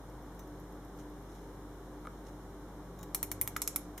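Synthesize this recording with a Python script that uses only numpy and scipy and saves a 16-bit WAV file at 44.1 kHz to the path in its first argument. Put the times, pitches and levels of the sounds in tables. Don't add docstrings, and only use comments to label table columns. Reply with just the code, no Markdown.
import sys
import numpy as np
from scipy import signal
from scipy.fft import rfft, irfft, next_fast_len
from scipy.io import wavfile
from scipy.ndimage import map_coordinates

SR = 44100
rng = np.random.default_rng(int(sys.argv[2]) if len(sys.argv) > 2 else 0)


def file_out(sig):
    cols = np.atleast_2d(sig).T
    lim = np.clip(cols, -1, 1)
    pcm = np.round(lim * 32767).astype(np.int16)
    wavfile.write(sys.argv[1], SR, pcm)


N = 176400
TIME_S = np.arange(N) / SR
SCATTER_DB = 2


def amp(db):
    return 10 ** (np.asarray(db) / 20)


def unit(x):
    return x / np.sqrt(np.mean(x ** 2) + 1e-20)


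def along(points, hz):
    f, v = np.transpose(points)
    return np.interp(np.log(hz + 1), np.log(f + 1), v)


def wobble(knots_per_s):
    knots = rng.standard_normal(int(N * knots_per_s / SR) + 4)
    return map_coordinates(knots, [np.arange(N) * knots_per_s / SR])


def fade(t, t60):
    return np.exp(-np.log(1000) * np.abs(t) / t60)


def swell(centre_s, sigma_s):
    return np.exp(-.5 * ((TIME_S - centre_s) / sigma_s) ** 2)


def filtered(x, response):
    n = x.shape[-1]
    m = next_fast_len(n + 8192)
    return irfft(rfft(x, m) * response(np.fft.rfftfreq(m, 1 / SR)), m)[..., :n]


def noise(colour, correlation, size=N):
    def mid_side_gains(hz):
        angle = np.arccos(np.clip(along(correlation, hz), -1, 1)) / 2
        return amp(along(colour, hz)) * [np.cos(angle), np.sin(angle)]
    mid, side = filtered(rng.standard_normal((2, size)), mid_side_gains)
    return unit(np.array([mid + side, mid - side]))


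def ring(modes, spread):
    t = np.arange(SR // 4) / SR
    out = np.zeros((2, len(t)))
    for k, (hz, db, t60) in enumerate(modes):
        gain = amp(db + SCATTER_DB * rng.normal())
        phase = k * np.pi + spread * hz / 10000 * rng.normal(size=(2, 1))
        out += gain * fade(t, t60) * np.sin(2 * np.pi * hz * t + phase)
    return out


def pulse(colour, size=256):
    cepstrum = irfft(np.log(amp(along(colour, np.fft.rfftfreq(size, 1 / SR)))))
    cepstrum[1:size // 2] *= 2
    cepstrum[size // 2 + 1:] = 0
    x = irfft(np.exp(rfft(cepstrum)))
    return x / np.linalg.norm(x)


def add(out, s, x):
    i = round(s * SR)
    out[:, i:i + x.shape[1]] += x[:, :N - i]


# frequency in Hz, level in dB, unsteadiness as a ratio to the steady tone.
HUM_LINES = [(49.4, -52, 0.02), (98.6, -65, 0.33), (131.5, -62.5, 0.43), (177.4, -59.5, 1.4),
             (298.7, -55.5, .6), (398, -63.5, 1.14), (522, -69.5, 0.64), (1126, -72.5, 0.93)]
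# centre in seconds, sigma in seconds, frequency in Hz, peak level in dB.
BRIEF_TONES = [(2.63, .02, 300, -46), (3.42, .13, 100, -50)]


def hum():
    out = np.zeros(N)
    for hz, db, unsteadiness in HUM_LINES:
        waver = 1 + unsteadiness * (wobble(14) + 1j * wobble(14))
        tone = np.exp(2j * np.pi * (hz * TIME_S + rng.random()))
        out += amp(db) * unit(np.real(waver * tone))
    for s, sigma_s, hz, db in BRIEF_TONES:
        out += amp(db) * swell(s, sigma_s) * np.sin(2 * np.pi * hz * TIME_S)
    return out


# frequency in Hz, relative density in dB.
MURMUR_COLOUR = [(25, -8), (75, -2), (110, 1.5), (240, 1), (350, 3), (480, 0), (620, -4.5), (850, -3),
                 (1200, -8.5), (1600, -12.5), (2200, -22), (3500, -55), (8000, -89)]
HISS_COLOUR = [(500, 11.5), (2000, 7.5), (3500, 11), (5800, 9.5), (7500, 7), (10000, 5.5), (14500, 5.5),
               (15400, -4), (15900, -22)]
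# frequency in Hz, left-right correlation.
MURMUR_CORRELATION = [(130, 0.98), (300, 1), (640, 0.97), (1400, 0.85), (3000, 0.18)]
MURMUR_DB, HISS_DB = -51.5, -64.5


def background():
    low = hum() + amp(MURMUR_DB) * noise(MURMUR_COLOUR, MURMUR_CORRELATION)
    hiss = amp(HISS_DB) * noise(HISS_COLOUR, correlation=[(1000, 0)])
    return low * amp([[.2], [-.2]]) + hiss


# frequency in Hz, level in dB, T60 in seconds.
ESCAPEMENT_MODES = [(5600, -6, .02), (11400, 0, .024), (11600, -3, .015), (12000, -6, .015),
                    (14400, -6, .02), (14750, -7, .02)]
TICK_START_S, TICK_PERIOD_S = .0995, .125
TICK_DB, TICK_FADE_DB_PER_S, TICK_NEAREST_S = -59.5, 5.5, .5


def ticking():
    out = np.zeros((2, N))
    for s in np.arange(TICK_START_S, N / SR, TICK_PERIOD_S):
        db = TICK_DB - TICK_FADE_DB_PER_S * abs(s - TICK_NEAREST_S)
        add(out, s, amp(db) * ring(ESCAPEMENT_MODES, spread=.86))
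    return out


# peak time in seconds, level in dB, rise time constant in seconds.
TOUCHES = [(.394, -52.5, 0.0019), (2.99, -55.5, 0.0015), (3.0298, -46, 0.0003), (3.9795, -41.5, 0.0018)]
# centre in seconds, sigma in seconds, level in dB.
BRUSHES = [(1.0, 0.016, -60.5), (1.35, 0.08, -68), (2.277, .018, -63.5)]
# frequency in Hz, relative level in dB.
TOUCH_COLOUR = [(500, -6), (2000, 11), (3500, 4), (6500, 10), (9000, 5), (11500, 8), (15000, 12.5),
                (16500, -16)]
BRUSH_COLOUR = [(500, -21), (2000, 1.5), (3500, -1), (6000, 4), (8500, -6), (11500, -3), (15500, -20)]
# frequency in Hz, left-right correlation.
WATCH_CORRELATION = [(1500, 1), (4000, 0.25), (7000, 0.67), (11000, 0.17)]
TOUCH_T60_S, BRUSH_GRAIN_DB = .048, 3


def fingers():
    touch = np.zeros(N)
    for s, db, rise_s in TOUCHES:
        t = TIME_S - s
        touch += amp(db) * np.where(t < 0, np.exp(-np.abs(t) / rise_s), fade(t, TOUCH_T60_S))
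    grain = unit(amp(BRUSH_GRAIN_DB * wobble(300)))
    brush = grain * sum(amp(db) * swell(s, sigma_s) for s, sigma_s, db in BRUSHES)
    scratches = touch * noise(TOUCH_COLOUR, WATCH_CORRELATION)
    return scratches + brush * noise(BRUSH_COLOUR, WATCH_CORRELATION)


# start in seconds, level in dB, favoured frequency in Hz.
PINGS = [(.394, -60, 6050), (2.99, -60, 7000), (3.011, -58, 7000), (3.031, -57, 5400)]
# frequency in Hz, level in dB, T60 in seconds.
LID_MODES = [(3805, 2, .1), (5502, -1, .06), (5945, -3, .14), (6271, -1, .11), (7000, 0, .04),
             (11410, 7, .06)]
PING_WIDTH_HZ, PING_OTHERS_DB = 450, -11


def lid():
    out = np.zeros((2, N))
    for s, db, favoured_hz in PINGS:
        modes = []
        for hz, mode_db, t60 in LID_MODES:
            detuning = min(abs(hz - favoured_hz) / PING_WIDTH_HZ, 1)
            modes.append((hz, mode_db + PING_OTHERS_DB * detuning ** 2, t60))
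        add(out, s, amp(db) * ring(modes, spread=.67))
    return out


# start in seconds, level in dB, gain of the upper modes in dB.
KNOCKS = [(2.051, -46, -16), (2.056, -44, -15), (2.0711, -37.5, -10), (3.5637, -28.5, -1.5)]
# frequency in Hz, level in dB, T60 in seconds.
KEY_MODES = [(1240, 4, 0.022), (1370, 4, 0.016), (1690, -8, 0.035), (1930, -3, 0.022), (2236, 0, 0.013)]
# frequency in Hz, relative level in dB.
EDGE_COLOUR = [(400, -5), (1300, 3.5), (4200, -4.5), (7000, -17), (10000, -6), (12000, -33)]
EDGE_DB = 7


def key():
    out = np.zeros((2, N))
    for s, db, upper_db in KNOCKS:
        tilt = [(1250, 0), (1900, upper_db)]
        modes = [(hz, mode_db + along(tilt, hz), t60) for hz, mode_db, t60 in KEY_MODES]
        add(out, s, amp(db) * ring(modes, spread=.79))
        add(out, s, amp(db + EDGE_DB) * pulse(EDGE_COLOUR)[None])
    return out


# frequency in Hz, relative level in dB.
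SNAP_COLOUR = [(300, -28), (900, -3), (1300, -6), (1650, -17), (2250, 0), (3000, -9), (4200, -5),
               (5000, -4), (5700, 1), (7000, -1), (8800, -1), (9500, -2), (10600, 2), (11400, 4),
               (12500, 3), (14400, 11), (15300, 0), (16000, -22)]
# mean delay in seconds, level in dB.
PAWL_CONTACTS = [(0, 15.5), (.0007, 11.5), (.0035, 9.5)]
DELAY_SCATTER, MAX_EAR_LAG_SAMPLES = .15, 2
CRACK_T60_S, RATTLE_T60_S, RATTLE_DB = .009, .056, -8
RATTLE_GRAIN_DB, RATTLE_GRAINS_PER_S = 3, 1000
SETTLE_HITS, SETTLE_SPAN_S, SETTLE_DB, SETTLE_T60_S = 8, (.005, .045), 3, .11


def pawl_snap(lead_samples):
    t = np.arange(-lead_samples, SR // 4) / SR
    grain_db = RATTLE_GRAIN_DB * wobble(RATTLE_GRAINS_PER_S)[:len(t)]
    rattle = amp(RATTLE_DB + grain_db) * fade(t, RATTLE_T60_S)
    envelope = (t >= 0) * np.hypot(fade(t, CRACK_T60_S), rattle)
    snap = envelope * noise(SNAP_COLOUR, WATCH_CORRELATION, size=len(t))
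    hits = [(delay * (1 + DELAY_SCATTER * rng.normal()), amp(db)) for delay, db in PAWL_CONTACTS]
    for delay in rng.uniform(*SETTLE_SPAN_S, size=SETTLE_HITS):
        hits.append((delay, amp(SETTLE_DB + SCATTER_DB * rng.normal()) * fade(delay, SETTLE_T60_S)))
    contact = pulse(SNAP_COLOUR, size=512)
    for delay, gain in hits:
        lags = rng.integers(MAX_EAR_LAG_SAMPLES + 1, size=2)
        ears = np.array([np.roll(contact, lag) for lag in lags])
        add(snap, lead_samples / SR + delay, gain * ears)
    return snap


SNAPS = [(3.1470, -10.5, 0.5, -1.5, -3, -4, -5.5), (3.2294, -13.5, 1, -4, -2.5, -2, -5),
         (3.3156, -18, 6, -2, -4, -5, -3), (3.4134, -9.5, -1.5, -9.5, -4, -4, 1.5),
         (3.4759, -19, 7, -3.5, -4, -2, 2.5), (3.565, -21, 8, 2, -6, -2, -2),
         (3.6188, -13, -0.5, 3.5, -12, -3, -1), (3.6761, -13.5, 2.5, 2.5, -9, -2, -1.5),
         (3.7605, -9.5, -1.5, -5.5, -10, -4, -7)]
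# frequency in Hz, level in dB, T60 in seconds.
CASE_MODES = [(5580, -30, .13), (5949, -37, .16), (6330, -33, .13), (6965, -27, .2), (7600, -30, .06),
              (8511, -23, .11), (8665, -28, .1), (9405, -26, .06), (9760, -30, .11), (10400, -26, .12),
              (11200, -17, .05), (11364, -23, .11), (11540, -23, .14), (12030, -28, .11), (13125, -18, .06),
              (14461, -15, .06)]
PLATE_MODES = [(1330, -21.5, 0.015), (1880, -17, 0.011), (2290, -21.5, 0.012), (4270, -12, 0.012),
               (5520, -16.5, 0.033), (6920, -16, 0.051), (7680, -13, 0.044), (9840, -9, 0.034),
               (11600, -12.5, 0.041), (11570, 4, 0.002), (12770, -2.5, 0.014), (14200, -8, 0.014)]
# frequency in Hz, share of the left-right level difference.
PAN_SHARE = [(5000, 0.091), (11500, 0.16), (13000, 0.71)]
SNAP_DB, CASE_DB, PLATE_DB = -11, -9.5, -12


def ratchet():
    out = np.zeros((2, N))
    lead_samples = SR // 100
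    for s, db, low_db, middle_db, top_db, pan_db, ring_db in SNAPS:
        snap = amp(SNAP_DB) * pawl_snap(lead_samples)
        snap[:, lead_samples:] += amp(CASE_DB + ring_db) * ring(CASE_MODES, spread=2.0)
        snap[:, lead_samples:] += amp(PLATE_DB) * ring(PLATE_MODES, spread=.94)
        tone = [(2300, low_db), (5500, middle_db), (7500, middle_db),
                (10000, 0), (12000, 0), (13500, top_db)]

        def response(hz):
            ears_db = np.outer([.5, -.5], pan_db * along(PAN_SHARE, hz))
            return amp(db + along(tone, hz) + ears_db)
        add(out, s - lead_samples / SR, filtered(snap, response))
    return out


# frequency in Hz, T60 in seconds.
ROOM_DECAY = [(1000, .3), (6000, 0.44), (11500, 0.19), (14000, 0.12)]
ROOM_DB = -13.5


def room(x):
    hz, t, spectra = signal.stft(rng.standard_normal((2, SR // 2)), SR, nperseg=256)
    decay = fade(t, along(ROOM_DECAY, hz)[:, None])
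    tail = signal.istft(spectra * decay, SR, nperseg=256)[1]
    delayed = np.pad(x, ((0, 0), (SR // 200, 0)))
    return signal.fftconvolve(delayed, tail / np.linalg.norm(tail[0]), axes=1)[:, :N]


def scene():
    watch = ratchet() + key() + lid() + fingers() + ticking()
    return watch + amp(ROOM_DB) * room(watch) + background()


# centre in Hz, width in Hz.
MIC_NOTCHES = [(2610, 286), (4610, 700), (7920, 230)]
BAND_LIMIT_HZ = 16400


def record(dry):
    def response(f):
        notches = [(hz ** 2 - f ** 2) / (hz ** 2 - f ** 2 + 1j * f * width) for hz, width in MIC_NOTCHES]
        low_pass = 1 / (1 + (f / BAND_LIMIT_HZ) ** 150)
        return np.prod(notches, axis=0) * low_pass
    return filtered(dry, response)


dry = scene()
out = record(dry)
file_out(out)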